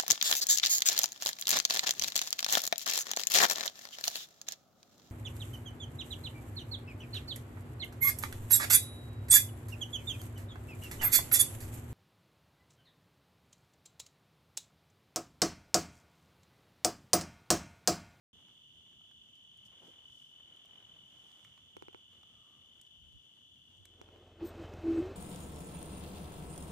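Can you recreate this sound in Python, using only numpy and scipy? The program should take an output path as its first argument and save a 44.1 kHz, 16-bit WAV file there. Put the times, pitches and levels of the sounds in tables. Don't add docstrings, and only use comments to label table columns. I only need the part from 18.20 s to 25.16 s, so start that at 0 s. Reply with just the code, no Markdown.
import sys
import numpy as np
from scipy import signal
from scipy.fft import rfft, irfft, next_fast_len
from scipy.io import wavfile
from scipy.ndimage import map_coordinates

SR = 44100
rng = np.random.default_rng(int(sys.argv[2]) if len(sys.argv) > 2 else 0)


def bounce(signal):
    frames = np.transpose(np.atleast_2d(signal))
    limited = np.clip(frames, -1, 1)
    pcm = np.round(limited * 32767).astype(np.int16)
    wavfile.write(sys.argv[1], SR, pcm)


N = 306869
T = np.arange(N) / SR
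START_S, THROTTLE_S = .13, 6.19
SWING_S = (3.6, 4.6)
TOP_HZ = 15500

# (frequency [Hz], side over mid [dB])
FIRE_WIDTH = [(60, -8.5), (180, -11), (550, -5.5), (1650, -2.5), (4970, 0), (15000, 0.5)]
# (frequency [Hz], side over mid [dB])
CART_WIDTH = [(1000, -71)]


def amp(db):
    return 10 ** (np.asarray(db) / 20)


def unit(x):
    return x / np.sqrt(np.mean(x ** 2) + 1e-20)


def along(points, hz):
    freqs, values = np.transpose(points)
    return np.interp(np.log(hz + 1), np.log(freqs + 1), values)


def swell(s, half):
    return np.exp(-.5 * np.minimum(((T - s) / half) ** 2, 100))


def ramp(start, end):
    return np.clip((T - start) / max(end - start, 1e-3), 0, 1)


def between(pair, share):
    return pair[0] + (pair[1] - pair[0]) * share


def wobble(rate):
    return map_coordinates(rng.standard_normal(int(N * rate / SR) + 4), [T * rate])


def sine(hz):
    return np.sin(2 * np.pi * np.cumsum(hz) / SR)


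def filtered(x, response):
    size = next_fast_len(N + 8192)
    return irfft(rfft(x, size) * response(np.fft.rfftfreq(size, 1 / SR)), size)[..., :N]


def noise(spectrum, width):
    lo, hi = spectrum[0][0], spectrum[-1][0]
    roll_off = lambda hz: np.minimum(1, hz / lo) ** 2 * np.minimum(1, hi / (hz + 1)) ** 2
    colour = lambda hz: amp(along(spectrum, hz) + np.outer([0, 1], along(width, hz))) * roll_off(hz)
    mid, side = filtered(rng.standard_normal((2, N)), colour)
    return np.array([mid + side, mid - side]) / np.std(mid)


def puffs(rows, width):
    return sum(amp(db) * swell(s, half) * noise([(hz / 2, -10), (hz, 0), (2 * hz, -12)], width)
               for s, hz, db, half in rows)


def ring_of(spectrum, size=16384):
    cepstrum = irfft(np.log(amp(along(spectrum, np.fft.rfftfreq(size, 1 / SR))) + 1e-6))
    cepstrum[1:size // 2] *= 2
    cepstrum[size // 2 + 1:] = 0
    return irfft(np.exp(rfft(cepstrum)))


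def panned(x, pan_db):
    gains = np.array([amp(pan_db / 2), amp(-pan_db / 2)]).reshape(2, -1)
    return x * gains / np.sqrt(np.mean(gains ** 2, axis=0))


def add(track, s, sound):
    part = track[round(s * SR):][:len(sound)]
    part += sound[:len(part)]


def bursts(rows, ring_t60, crack_t60, crack_db):
    track, t = np.zeros(N), np.arange(SR // 20) / SR
    for s, db, hz in rows:
        ring = np.sin(2 * np.pi * hz * t) * amp(-60 * t / ring_t60)
        cavity = signal.butter(1, [hz / 2, min(hz * 1.15, TOP_HZ)], "bandpass", fs=SR)
        crack = unit(signal.lfilter(*cavity, rng.standard_normal(len(t)))) * amp(-60 * t / crack_t60)
        burst = ring + amp(crack_db) * crack
        add(track, s + .001, amp(db) * burst / np.abs(burst).max())
    return track


def echoes(x):
    # (frequency [Hz], time to fade by 60 dB [s])
    fade_times = [(200, 0.04), (3000, 0.99), (10000, 0.077)]
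    hz, t, spectra = signal.stft(rng.standard_normal((2, SR // 3)), SR, nperseg=256)
    tail = signal.istft(spectra * amp(-60 * t / along(fade_times, hz)[:, None]), SR, nperseg=256)[1]
    return signal.fftconvolve(x[None], tail / np.linalg.norm(tail[0]), axes=1)[:, :N]


def whistle():
    middle_s, sink_hz_per_s = 4.27, 330
    hz = 1210 - sink_hz_per_s * (T - middle_s)
    return amp(-79.5) * swell(middle_s, half=.15) * unit(sine(hz * (1 + .06 * wobble(220))))


def breeze():
    # (time [s], pitch [Hz], level [dB], half length [s])
    nudges = [(4.85, 71, -69.5, 0.05), (4.96, 73.8, -65, 0.027), (5.61, 83.5, -66.5, 0.022)]
    return puffs(nudges, width=[(100, 0)])


def knocks():
    # (time [s], level [dB], tick next to the ring [dB])
    taps = [(3.566, -37.5, -6), (3.622, -38.5, -9), (3.682, -40, -29), (3.745, -39, -24),
            (5.813, -40.5, -24), (5.887, -49.5, -25), (5.96, -51, -25)]
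    # (pitch [Hz], level [dB], time to fade by 60 dB [s])
    casing_notes = [(383, -2.5, 0.04), (475, -1, 0.022), (945, 6.5, 0.0051), (1390, -4, 0.011),
                    (2230, 3, 0.0036)]
    mid, side, t = np.zeros(N), np.zeros(N), np.arange(SR // 10) / SR
    dulling = signal.butter(2, 8000, fs=SR)
    for s, db, tick_db in taps:
        notes = np.array([amp(level + rng.normal(0, 1) - 60 * t / t60) * np.sin(2 * np.pi * hz * t)
                          for hz, level, t60 in casing_notes])
        ring = notes.sum(0)
        side_ring = (-1) ** np.arange(len(notes)) @ notes
        size = amp(db) / np.abs(ring).max()
        crack = unit(signal.lfilter(*dulling, rng.standard_normal(len(t))))
        tick = amp(tick_db - 60 * t / .013) * crack
        rock = amp(-9 - 60 * t / .037) * np.sin(2 * np.pi * 150 * t)
        add(mid, s + .0015, size * (tick - ring))
        add(side, s + .0015, size * amp(6.5) * (rock + side_ring))
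    mid = signal.sosfilt(signal.butter(3, 250, "highpass", fs=SR, output="sos"), mid)
    return np.array([mid + side, mid - side]) + amp(-13.5) * echoes(mid)


def throttle(levels_db, rise_s=.014):
    # (time [s], boost [dB], half length [s])
    pushes = [(6.434, 3, 0.02), (6.707, 2, 0.04), (6.81, 4, 0.09)]
    push_db = sum(db * swell(s, half) for s, db, half in pushes)
    return between(levels_db, ramp(THROTTLE_S, THROTTLE_S + rise_s)) + push_db


def exhaust(cycles):
    # (frequency [Hz], level [dB])
    pipe_colour = [(10, -52.5), (21, -18), (43, -2.5), (64, -7.5), (85, 6.5), (107, 0), (128, -7.5),
                   (170, -22), (250, -11.5), (400, -18), (900, -74.5)]
    firings = np.diff(np.floor(cycles), prepend=np.floor(cycles[0])) * amp(1.4 * wobble(21))
    pipe = signal.fftconvolve(firings, ring_of(pipe_colour))[:N]
    muffled = filtered(pipe, lambda hz: 1 / (1 + (hz / 900) ** 4))
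    return amp(throttle((-63, -52))) * unit(muffled)


def machinery(cycles):
    # (frequency [Hz], level [dB])
    parts_colour = [(250, -46.5), (420, -7), (514, -8), (600, -7), (971, -16.5), (1480, -19.5), (2380, -27),
                    (2620, -24), (3330, -28.5), (4200, -32), (5460, -42.5), (9240, -120)]
    frame_colour = [(60, -26.5), (130, 1.5), (260, 0.5), (380, 5.5), (460, -2.5), (650, -24)]
    # (pitch [Hz], level next to the parts [dB])
    gear_tones = [(1814, -27), (2126, -24), (2581, -18.5), (3045, -25)]
    gears = sum(amp(db) * unit(sine(hz * (1 + .006 * wobble(110)))) for hz, db in gear_tones)
    rattle = noise(parts_colour, CART_WIDTH) + noise(frame_colour, CART_WIDTH)
    return amp(throttle((-66, -55)) + .88 * np.cos(2 * np.pi * cycles)) * (rattle + gears)


def tyres():
    # (frequency [Hz], level [dB])
    grit_colour = [(2240, -40), (3800, 2), (4380, -3), (4750, -3.5), (6410, -2), (7560, -6), (8160, -6.5),
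                   (9510, -16), (12700, -16), (14600, -8.5), (15500, -29.5)]
    crunch = amp(throttle((-82.5, -73), rise_s=.051))
    scrape = amp(-69.5) * swell(6.268, half=.014)
    return (crunch + scrape) * amp(1.3 * wobble(300)) * noise(grit_colour, CART_WIDTH)


def cart():
    # (time [s], peak [dB], pitch [Hz])
    pebble = [(6.537, -48.5, 6900)]
    firing_hz = 21.35
    cycles = np.cumsum(firing_hz * (1 + .014 * wobble(9.4))) / SR
    cycles -= np.interp(6.539, T, cycles)
    nearing = ramp(5.466, 5.92)
    driving = nearing * exhaust(cycles) + nearing ** 2 * (machinery(cycles) + tyres())
    return driving + bursts(pebble, ring_t60=.002, crack_t60=.004, crack_db=3.5)


def brakes():
    # (time [s], hold [s], pitch [Hz], level [dB])
    grabs = [(6.229, 0.025, 336, -36.5), (6.382, 0.042, 331, -48), (6.65, 0.11, 330, -35),
             (6.688, 0.03, 327, -34.5), (6.78, 0.022, 329, -29), (6.827, .04, 368, -41.5),
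             (6.899, 0.012, 388, -48.5)]
    # (time [s], pitch [Hz], level [dB], half length [s])
    squeaks = [(6.272, 13506, -63.5, .018), (6.266, 15329, -69, .014), (6.28, 8280, -71, .02),
               (6.455, 3080, -65, .03), (6.775, 7950, -73, .025), (6.54, 612, -57, .03)]
    attack_s, release_s = .0129, .00813
    grips, pitches = [], []
    for s, hold, hz, db in grabs:
        freed = 1 - np.exp(-np.maximum(T - s - hold, 0) / release_s)
        grips.append(amp(db) * np.exp(np.minimum(T - s, 0) / attack_s) * (1 - freed))
        pitches.append(hz * (1 + .0615 * freed))
    groan_hz = np.average(pitches, axis=0, weights=np.array(grips) + 1e-12)
    tremble = 1 + .2 * np.sin(2 * np.pi * 75 * T) + .12 * wobble(130)
    track = sum(grips) * tremble * unit(sine(groan_hz * (1 + .0122 * wobble(150))))
    scratch = 1 + .5 * wobble(700)
    for s, hz, db, half in squeaks:
        track += amp(db) * swell(s, half) * unit(scratch * sine(hz + .89 * np.sqrt(hz) * wobble(300)))
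    return track


def high_hiss(surge_db, flicker):
    # (frequency [Hz], level [dB])
    blend_colour = [(2290, -13), (3900, -2), (4300, -3), (5390, -5.5), (5910, 1.5), (6440, -4.5),
                    (6950, -3.5), (8070, -7), (13900, -14.5), (14700, -14), (15500, -17.5)]
    # (time [s], pitch [Hz], level [dB], half length [s])
    spurts = [(1.465, 6360, -71, 0.009), (1.67, 6040, -77, 0.047), (1.99, 5950, -76.5, 0.089),
              (3.1, 6160, -79.5, 0.19)]
    blend = amp(-81.5 + .21 * surge_db + .5 * flicker) * noise(blend_colour, FIRE_WIDTH)
    return panned(blend + puffs(spurts, FIRE_WIDTH), pan_db=-1)


def flames():
    # (frequency [Hz], level [dB])
    rumble_colour = [(15, -54), (25, -21), (45, -11), (92, 1), (220, -7), (290, -13), (480, -120)]
    flutter_colour = [(90, -16), (180, -2), (300, -2.5), (450, -9.5), (700, -15), (1300, -21)]
    rush_colour = [(300, -1.5), (700, 0), (1250, -2.5), (1700, -5), (2400, -5.5), (3800, -6.5), (6000, -60)]
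    # (time [s], added strength next to the calm fire [dB], half length [s])
    surges = [(.24, -4, 0.14), (1.668, 5.5, 0.17), (2.26, 3.5, 0.071), (2.6, 6.5, .13), (3.12, 4.5, 0.19),
              (4.23, -9, 0.24)]
    # (time [s], pitch [Hz], level [dB], half length [s])
    flares = [(.23, 186, -76, 0.13), (1.635, 520, -65, 0.015), (1.64, 194, -68, 0.024),
              (1.688, 324, -63, 0.015)]
    surge_db = 20 * np.log10(1 + sum(amp(db) * swell(s, half) for s, db, half in surges))
    flicker = wobble(16)
    billow_db = 2.8 * wobble(14)
    rumble = amp(between((-75.5, -76), ramp(*SWING_S)) + billow_db) * noise(rumble_colour, FIRE_WIDTH)
    flutter = amp(-81 + .18 * surge_db + 1.6 * flicker) * noise(flutter_colour, FIRE_WIDTH)
    rush = amp(-82.5 + surge_db + 1.3 * flicker + 1.96 * wobble(170)) * noise(rush_colour, FIRE_WIDTH)
    return rumble + flutter + rush + high_hiss(surge_db, flicker) + puffs(flares, FIRE_WIDTH)


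def crackle(tick_count=36):
    # (time [s], peak [dB], pitch [Hz])
    sap_snaps = [(1.373, -55.5, 8900), (1.4512, -55, 6400), (2.362, -59, 9000), (2.4553, -56.5, 8800),
                 (3.116, -54, 4500), (3.243, -54, 6460), (4.6133, -45, 7940), (5.5697, -62, 7260),
                 (5.6535, -42.5, 7670), (5.814, -49.5, 6030)]
    dull_pops = [(0.284, -56.5, 1510), (0.664, -65, 1100), (0.809, -62, 1290), (0.911, -60.5, 1610),
                 (2.448, -54, 1120), (3.248, -46.5, 2210), (3.376, -54.5, 1500), (3.728, -56, 799),
                 (4.031, -54.5, 1200), (5.653, -52.5, 2220)]
    when, size, pitch = rng.random((tick_count, 3)).T
    ticks = np.transpose([START_S + 5.8 * when, -70 + 9 * size, 900 + 7000 * pitch ** 2])
    direct = bursts(sap_snaps, ring_t60=.0037, crack_t60=.014, crack_db=-8.5)
    direct += bursts(dull_pops, ring_t60=.022, crack_t60=.014, crack_db=5)
    direct += bursts(ticks, ring_t60=.0024, crack_t60=.019, crack_db=8)
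    return panned(direct + amp(-11.5) * echoes(direct), pan_db=-4.5)


def song(hz, rate, sweep, duty, overtone_db, jitter, spread_db):
    strokes = np.cumsum(rate * (1 + .006 * wobble(3))) / SR + rng.random()
    detune, size, phase = rng.standard_normal((1024, 3))[strokes.astype(int)].T
    progress = np.minimum(strokes % 1 / duty, 1)
    pitch = hz * (1 + sweep * (.5 - progress) + jitter * detune)
    angle = 2 * np.pi * (np.cumsum(pitch) / SR + phase)
    tone = np.sin(angle) + amp(overtone_db) * np.sin(2 * angle)
    return unit(np.sin(np.pi * progress) * amp(spread_db * size) * tone)


def chorus(group, level_db, pan_db, echo_db, **voice):
    direct = unit(sum(amp(db) * song(hz, rate, duty=.6, spread_db=1.16, **voice)
                      for hz, rate, db in group))
    scattered = np.array([unit(ear) for ear in echoes(direct)])
    blend = unit(direct + amp(echo_db) * scattered)
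    swing = ramp(*SWING_S)
    return panned(blend, between(pan_db, swing)) * amp(between(level_db, swing))


def crickets():
    # (pitch [Hz], wing strokes [per s], level within the group [dB])
    low_group = [(2996, 43, -1.5), (2965, 44.5, -2), (2962, 37.2, -5), (3120, 40.5, -1.5), (3210, 50, -6.5),
                 (2737, 39, -11.5)]
    high_group = [(3392, 49.8, -5.5), (3482, 47.5, -6.5), (3420, 52, -5.5)]
    # (pitch [Hz], wing strokes [per s], level [dB], loudest at [s], half length [s],
    # left over right [dB])
    near_pair = [(3032, 43, -62, 2.1, 1, 4.5), (3024, 45, -66.5, 4.77, 0.37, 6)]
    low = chorus(low_group, level_db=(-63, -64), pan_db=(.5, 4), echo_db=3,
                 sweep=.075, overtone_db=-27, jitter=.01)
    high = chorus(high_group, level_db=(-66, -67), pan_db=(-4.5, .5), echo_db=-5.5,
                  sweep=.055, overtone_db=-18, jitter=.007)
    near = 0
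    for hz, rate, db, s, half, pan_db in near_pair:
        voice = song(hz, rate, sweep=.07, duty=.58, overtone_db=-27, jitter=.008, spread_db=1.6)
        near += amp(db) * swell(s, half) * panned(voice, pan_db)
    lead_s = 1e-4
    return filtered(low + high + near, lambda hz: np.exp(np.outer([1, -1], 1j * np.pi * hz * lead_s)))


def scene():
    fade_in, fade_out = ramp(START_S, START_S + .003), 1 - ramp(5.6, 6.53)
    night = breeze() + (crickets() + flames()) * fade_out + crackle() + knocks() + whistle()
    return night * fade_in + cart() + brakes()


def record(dry):
    return filtered(dry, lambda hz: hz < TOP_HZ)


dry = scene()
out = record(dry)
bounce(out)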